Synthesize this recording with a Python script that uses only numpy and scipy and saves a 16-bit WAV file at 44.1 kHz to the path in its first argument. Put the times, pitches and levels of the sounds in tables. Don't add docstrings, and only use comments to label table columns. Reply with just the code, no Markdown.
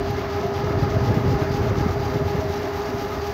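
import sys
import numpy as np
from scipy import signal
from scipy.fft import rfft, irfft
from scipy.io import wavfile

SR = 44100
rng = np.random.default_rng(int(sys.argv[2]) if len(sys.argv) > 2 else 0)


def store_wav(level_fs):
    pcm = np.round(np.clip(np.atleast_2d(level_fs), -1, 1) * 32767)
    wavfile.write(sys.argv[1], SR, pcm.T.astype(np.int16))


def boost_factor(decibels):
    exponent = np.asarray(decibels, float) / 20
    return 10 ** exponent


N = 146853
T = np.arange(N) / SR

# multiple_of_1_khz, level_db (rms)
CLOCK_WHINE = [(1, -50), (4, -66), (5, -71), (6, -69), (7, -79), (11, -86), (12, -86), (13, -81), (14, -77)]
SELF_NOISE_DB = -70.5

# time_s, level_db
GUST = [(0, -28.5), (.5, -42), (.6, -30), (.95, -24.5), (1.35, -22), (1.39, -37), (1.6, -25.5),
        (1.85, -27.5), (2.4, -33), (2.6, -45), (2.9, -39), (3.03, -39), (3.17, -31), (3.33, -50)]
# frequency_hz, density_db (per Hz)
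WIND_COLOUR = [(25, -58), (45, 7), (70, 8), (110, 8.5), (180, -1.5), (300, -0.5), (500, -7), (900, -67)]
# peak_s, level_db, pitch_hz
BUFFETS = [(0.104, -18, 112), (0.166, -24, 101), (0.241, -26, 143), (0.3, -26, 108), (0.354, -19, 100),
           (0.414, -25, 116), (0.453, -18.5, 170), (0.525, -21.5, 122), (0.569, -20, 95), (0.599, -19, 131),
           (0.641, -14, 120), (0.665, -16, 117), (0.71, -12.5, 148), (0.752, -14.5, 97),
           (0.777, -14.5, 115), (0.829, -10, 133), (0.877, -16, 128), (0.924, -17, 157), (0.969, -10, 119),
           (1.012, -16.5, 110), (1.033, -15, 113), (1.083, -9.5, 103), (1.106, -6.5, 105),
           (1.142, -16, 143), (1.176, -7.5, 148), (1.209, -17, 111), (1.254, -14.5, 120),
           (1.285, -9.5, 118), (1.305, -11, 139), (1.422, -8.5, 126), (1.456, -26, 139), (1.507, -12, 129),
           (1.546, -15, 158), (1.606, -24, 105), (1.634, -18, 131), (1.669, -17, 107), (1.714, -10.5, 94),
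           (1.783, -15.5, 122), (1.811, -9, 154), (1.864, -9.5, 194), (1.888, -16.5, 123),
           (1.969, -15, 111), (2.0, -16, 129), (2.034, -23, 96), (2.06, -24, 94), (2.089, -24, 96),
           (2.118, -24, 110), (2.162, -11.5, 137), (2.207, -15, 105), (2.225, -18.5, 141), (2.263, -18, 95),
           (2.31, -23, 123), (2.351, -12, 168), (2.389, -15.5, 100), (2.452, -16, 124), (2.502, -19, 141),
           (2.542, -24, 109), (2.946, -18.5, 136), (3.021, -22, 90), (3.296, -23, 99)]
# frequency_hz, density_db (per Hz)
PUFF_COLOUR = [(40, -19), (90, -0.5), (200, 2), (350, -3.5), (600, -6), (1000, -34)]
LUMP_DB, LUMP_HZ = 1.4, 25
BUFFET_CYCLES, BUFFET_TAIL = 3.05, 1.25
BUFFET_DB, PUFF_DB = -3.5, -12

# frequency_hz, density_db (per Hz)
HISS_COLOUR = [(1180, -12), (2000, -1), (2640, -1.5), (5790, -6), (6480, -9.5), (8770, -33.5),
               (13200, -14.5), (15800, -19)]
# time_s, level_db
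SPRAY_CLOSENESS = [
    (0, -60.5),
    (.9, -60),
    (1.1, -58.3),
    (2.2, -57.7),
    (3.33, -56),
]
# peak_s, level_db
TICKS = [(0.11, -44), (0.168, -39), (0.193, -38), (0.398, -41), (0.413, -35), (0.434, -38), (0.464, -38),
         (0.54, -35.5), (0.57, -46), (0.593, -48), (0.643, -35.5), (0.833, -37), (0.904, -34), (0.924, -36),
         (1.007, -36), (1.059, -38), (1.077, -33), (1.145, -33), (1.178, -39), (1.276, -46), (1.302, -39),
         (1.325, -37), (1.397, -38), (1.413, -39), (1.525, -38), (1.542, -30), (1.569, -38), (1.594, -40),
         (1.644, -44), (1.695, -35), (1.77, -38), (1.786, -30), (1.81, -33), (1.887, -35), (1.91, -35),
         (2.055, -36), (2.082, -38), (2.144, -35), (2.275, -44), (2.298, -44), (2.408, -38), (2.521, -38),
         (2.54, -38), (2.561, -34), (2.578, -39), (2.632, -37), (2.654, -36), (2.737, -40), (2.819, -34),
         (2.859, -38), (2.985, -31.5), (3.028, -41), (3.109, -43), (3.218, -37), (3.27, -42)]
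# peak_s, level_db
DROPS = [(0.108, -37), (0.329, -50), (0.361, -42), (0.397, -47), (0.467, -43), (0.579, -50), (0.592, -41),
         (0.833, -43), (1.145, -40), (1.179, -46), (1.549, -55), (1.726, -69), (1.819, -49), (2.003, -48),
         (2.167, -45), (2.176, -46), (2.769, -50), (2.775, -50), (3.028, -50), (3.035, -44), (3.109, -43),
         (3.203, -48), (3.243, -52), (3.32, -49)]
HISS_DB = -45.5
SPRAY_PER_S, SPRAY_DB, SPRAY_SPREAD_DB = 2700, -46.5, 1.5
SPRAY_TREBLE_HZ = 6200
FRAME_PASS_HZ = 8.18
PASS_S, PASS_SWING_DB = 0.084, 1.5
UNEVEN_S, UNEVEN_DB = 0.12, 0.9
FLUTTER_DB, FLUTTER_HZ = 0.8, 35
TICK_HZ, TICK_WIDTH_HZ, TICK_DECAY_S, TICK_DB = 4900, 3000, 0.0048, -4
DROP_HZ, DROP_WIDTH_HZ, DROP_DECAY_S, DROP_DB = 13600, 3600, 0.0036, -4.5

# pitch_hz, width_hz, level_db (rms), swell_db (per turn), swell_peak_s
DRUM_MODES = [(86, 14, -35, -1, 0), (267.5, 56, -38.5, 1, 0.23), (386, 26, -40, 3.5, 0.2),
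              (412.8, 45, -47, -0.5, 0.29), (513, 31, -49, 5.5, .2), (636, 28, -40, 4, 0.21),
              (682, 44, -40, 4, 0.25), (792, 90, -44, 3, 0.17), (853, 35, -47, 4.5, 0.16),
              (1245, 90, -43, 1.5, 0.17), (1688, 80, -52.5, 5, 0.17), (2105, 80, -55, 6, 0.18),
              (2815, 200, -58, 3.5, 0.19), (4760, 500, -54, 3.5, 0.1)]
# frequency_hz, density_db (per Hz)
RUMBLE_COLOUR = [(25, -56), (50, -9), (85, -10.5), (200, -12.5), (450, -21), (1000, -17.5), (2000, -25.5),
                 (3000, -42)]
RUMBLE_DB = -31.5
# time_s, level_db
LOAD = [
    (0, -1),
    (.5, 0),
    (1.3, 1.2),
    (1.7, 0.6),
    (2.2, -0.5),
    (2.7, -0.54),
    (3.33, -1.5),
]

# time_s, rate_turns_per_s
SPEED = [
    (0, 4.103),
    (1.65, 4.11),
    (3.33, 4.124),
]
# order_of_turn, level_db
GEAR_LOW = [(91, -49), (92, -49), (93, -42), (94, -44), (95, -43), (96, -40), (97, -38), (98, -32),
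            (99, -34.5), (100, -32), (101, -40), (102, -45), (103, -44)]
# order_of_turn, level_db
GEAR_HIGH = [(197, -44), (198, -39.5), (199, -40), (200, -46), (201, -48), (203, -51), (204, -51),
             (205, -52), (207, -47)]
WANDER_RAD, WAVER_DB, WANDER_HZ = 0.12, 0.8, 1.0


def curve(rows):
    return np.interp(T, *np.transpose(rows))


def rms_one(x):
    return x / np.sqrt(np.mean(x ** 2) + 1e-20)


def noise():
    return rng.standard_normal(N)


def drift(rate_hz):
    r = np.exp(-2 * np.pi * rate_hz * 40 / SR)
    white = rng.standard_normal(N // 40 + 2002)
    slow = signal.lfilter([1], [1, -2 * r, r * r], white)[2000:]
    return np.interp(np.arange(N) / 40, np.arange(len(slow)), rms_one(slow - slow.mean()))


def colour(x, spectrum):
    hz, db = np.transpose(spectrum)
    bins_hz = np.arange(1, N // 2 + 2) * SR / N
    gain_db = np.interp(np.log(bins_hz), np.log(hz), db, right=-150)
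    return rms_one(irfft(rfft(x) * boost_factor(gain_db), N))


def resonate(x, hz, width_hz):
    r = np.exp(-np.pi * width_hz / SR)
    poles = [1, -2 * r * np.cos(2 * np.pi * hz / SR), r * r]
    return rms_one(signal.lfilter([1, 0, -1], poles, x))


def bursts(rows, hz, width_hz, decay_s):
    peak_s, db = np.transpose(rows)
    clicks = np.full(N, 1e-18)
    clicks[((peak_s - 0.5 * decay_s) * SR).astype(int)] = boost_factor(db)
    fall = np.exp(-1 / (decay_s * SR))
    rise = np.exp(-5 / (decay_s * SR))
    decaying = signal.lfilter([1], [1, -fall], clicks)
    envelope = signal.lfilter([1 - rise], [1, -rise], decaying)
    edges_hz = [hz - width_hz / 2, min(hz + width_hz / 2, 0.45 * SR)]
    band = signal.butter(4, edges_hz, "band", fs=SR, output="sos")
    return envelope * rms_one(signal.sosfilt(band, noise()))


def turns():
    return np.cumsum(curve(SPEED)) / SR


def once_a_turn(peak_s):
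    return np.cos(2 * np.pi * (turns() - SPEED[0][1] * peak_s))


def electronics():
    out = boost_factor(SELF_NOISE_DB) * noise()
    for k, db in CLOCK_WHINE:
        out = out + boost_factor(db) * np.sqrt(2) * np.sin(2 * np.pi * 1000 * round(k) * T + k)
    return out


def wind():
    lumpy = boost_factor(LUMP_DB * drift(LUMP_HZ)) * colour(noise(), WIND_COLOUR)
    out = boost_factor(curve(GUST)) * rms_one(lumpy)
    puff = boost_factor(PUFF_DB) * colour(noise(), PUFF_COLOUR)
    for peak_s, db, hz in BUFFETS:
        u = (T - peak_s) * hz / BUFFET_CYCLES
        u = np.where(u > 0, u / BUFFET_TAIL, u)
        envelope = np.cos(np.pi * np.clip(u, -0.5, 0.5)) ** 2
        push = np.sin(2 * np.pi * hz * (T - peak_s) + rng.uniform(0, 2 * np.pi))
        out = out + boost_factor(db) * envelope * (boost_factor(BUFFET_DB) * push + puff)
    return out


def spray():
    grain_db = SPRAY_SPREAD_DB * np.minimum(rng.exponential(1, N), 5)
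    grains = (rng.random(N) < SPRAY_PER_S / SR) * boost_factor(grain_db) * rng.choice([-1, 1], N)
    hiss = boost_factor(HISS_DB) * colour(noise(), HISS_COLOUR) + boost_factor(SPRAY_DB) * colour(grains, HISS_COLOUR)
    high_pass = signal.butter(4, SPRAY_TREBLE_HZ, "high", fs=SR, output="sos")
    treble = signal.sosfiltfilt(high_pass, hiss)
    near_db = curve(SPRAY_CLOSENESS)
    return hiss + treble * (boost_factor(near_db - near_db.mean()) - 1)


def frames():
    sweep_db = PASS_SWING_DB * np.cos(2 * np.pi * FRAME_PASS_HZ * (T - PASS_S))
    sweep_db = sweep_db + UNEVEN_DB * np.cos(np.pi * FRAME_PASS_HZ * (T - UNEVEN_S))
    sweep_db = sweep_db + FLUTTER_DB * drift(FLUTTER_HZ)
    ticks = boost_factor(TICK_DB) * bursts(TICKS, TICK_HZ, TICK_WIDTH_HZ, TICK_DECAY_S)
    drops = boost_factor(DROP_DB) * bursts(DROPS, DROP_HZ, DROP_WIDTH_HZ, DROP_DECAY_S)
    return boost_factor(sweep_db) * spray() + ticks + drops


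def drum():
    out = boost_factor(RUMBLE_DB + 0.7 * drift(6)) * colour(noise(), RUMBLE_COLOUR)
    for hz, width_hz, db, swell_db, peak_s in DRUM_MODES:
        each_hz = 1.26 * width_hz
        ring = resonate(resonate(noise(), hz, each_hz), hz, each_hz)
        out = out + boost_factor(db + swell_db * once_a_turn(peak_s) + 1.85 * drift(5.3)) * ring
    return out


def gear(orders, mesh, tight_s, lead_rad, scatter_rad):
    out = 0
    shared_slip = WANDER_RAD * drift(WANDER_HZ)
    angle = 2 * np.pi * turns()
    tight_angle = 2 * np.pi * SPEED[0][1] * tight_s
    for k, db in orders:
        away = abs(k - mesh)
        start = lead_rad * away - (k - mesh) * tight_angle
        start = start + scatter_rad * max(away - 1, 0) * rng.standard_normal()
        slip = shared_slip + WANDER_RAD * (1 + away) * drift(WANDER_HZ)
        out = out + boost_factor(db + WAVER_DB * drift(WANDER_HZ)) * np.sin(k * angle + start + slip)
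    return out


def scene():
    low = gear(GEAR_LOW, mesh=99, tight_s=0, lead_rad=np.pi / 2, scatter_rad=0.6)
    high = gear(GEAR_HIGH, mesh=198, tight_s=0.11, lead_rad=0, scatter_rad=0.2)
    mix = electronics() + wind() + frames() + boost_factor(curve(LOAD)) * (drum() + high) + low
    return mix[None]


def band_limit(x):
    return signal.sosfilt(signal.butter(12, 15940, fs=SR, output="sos"), x)


def record(dry):
    limit = 0.6
    rounded = limit * np.tanh(dry / limit)
    low_cut = signal.butter(3, 47, "high", fs=SR, output="sos")
    top_cut = signal.ellip(14, 0.3, 60, 15730, fs=SR, output="sos")
    mix = signal.sosfilt(top_cut, signal.sosfilt(low_cut, rounded))
    return band_limit(mix)


dry = scene()
out = record(dry)
store_wav(out)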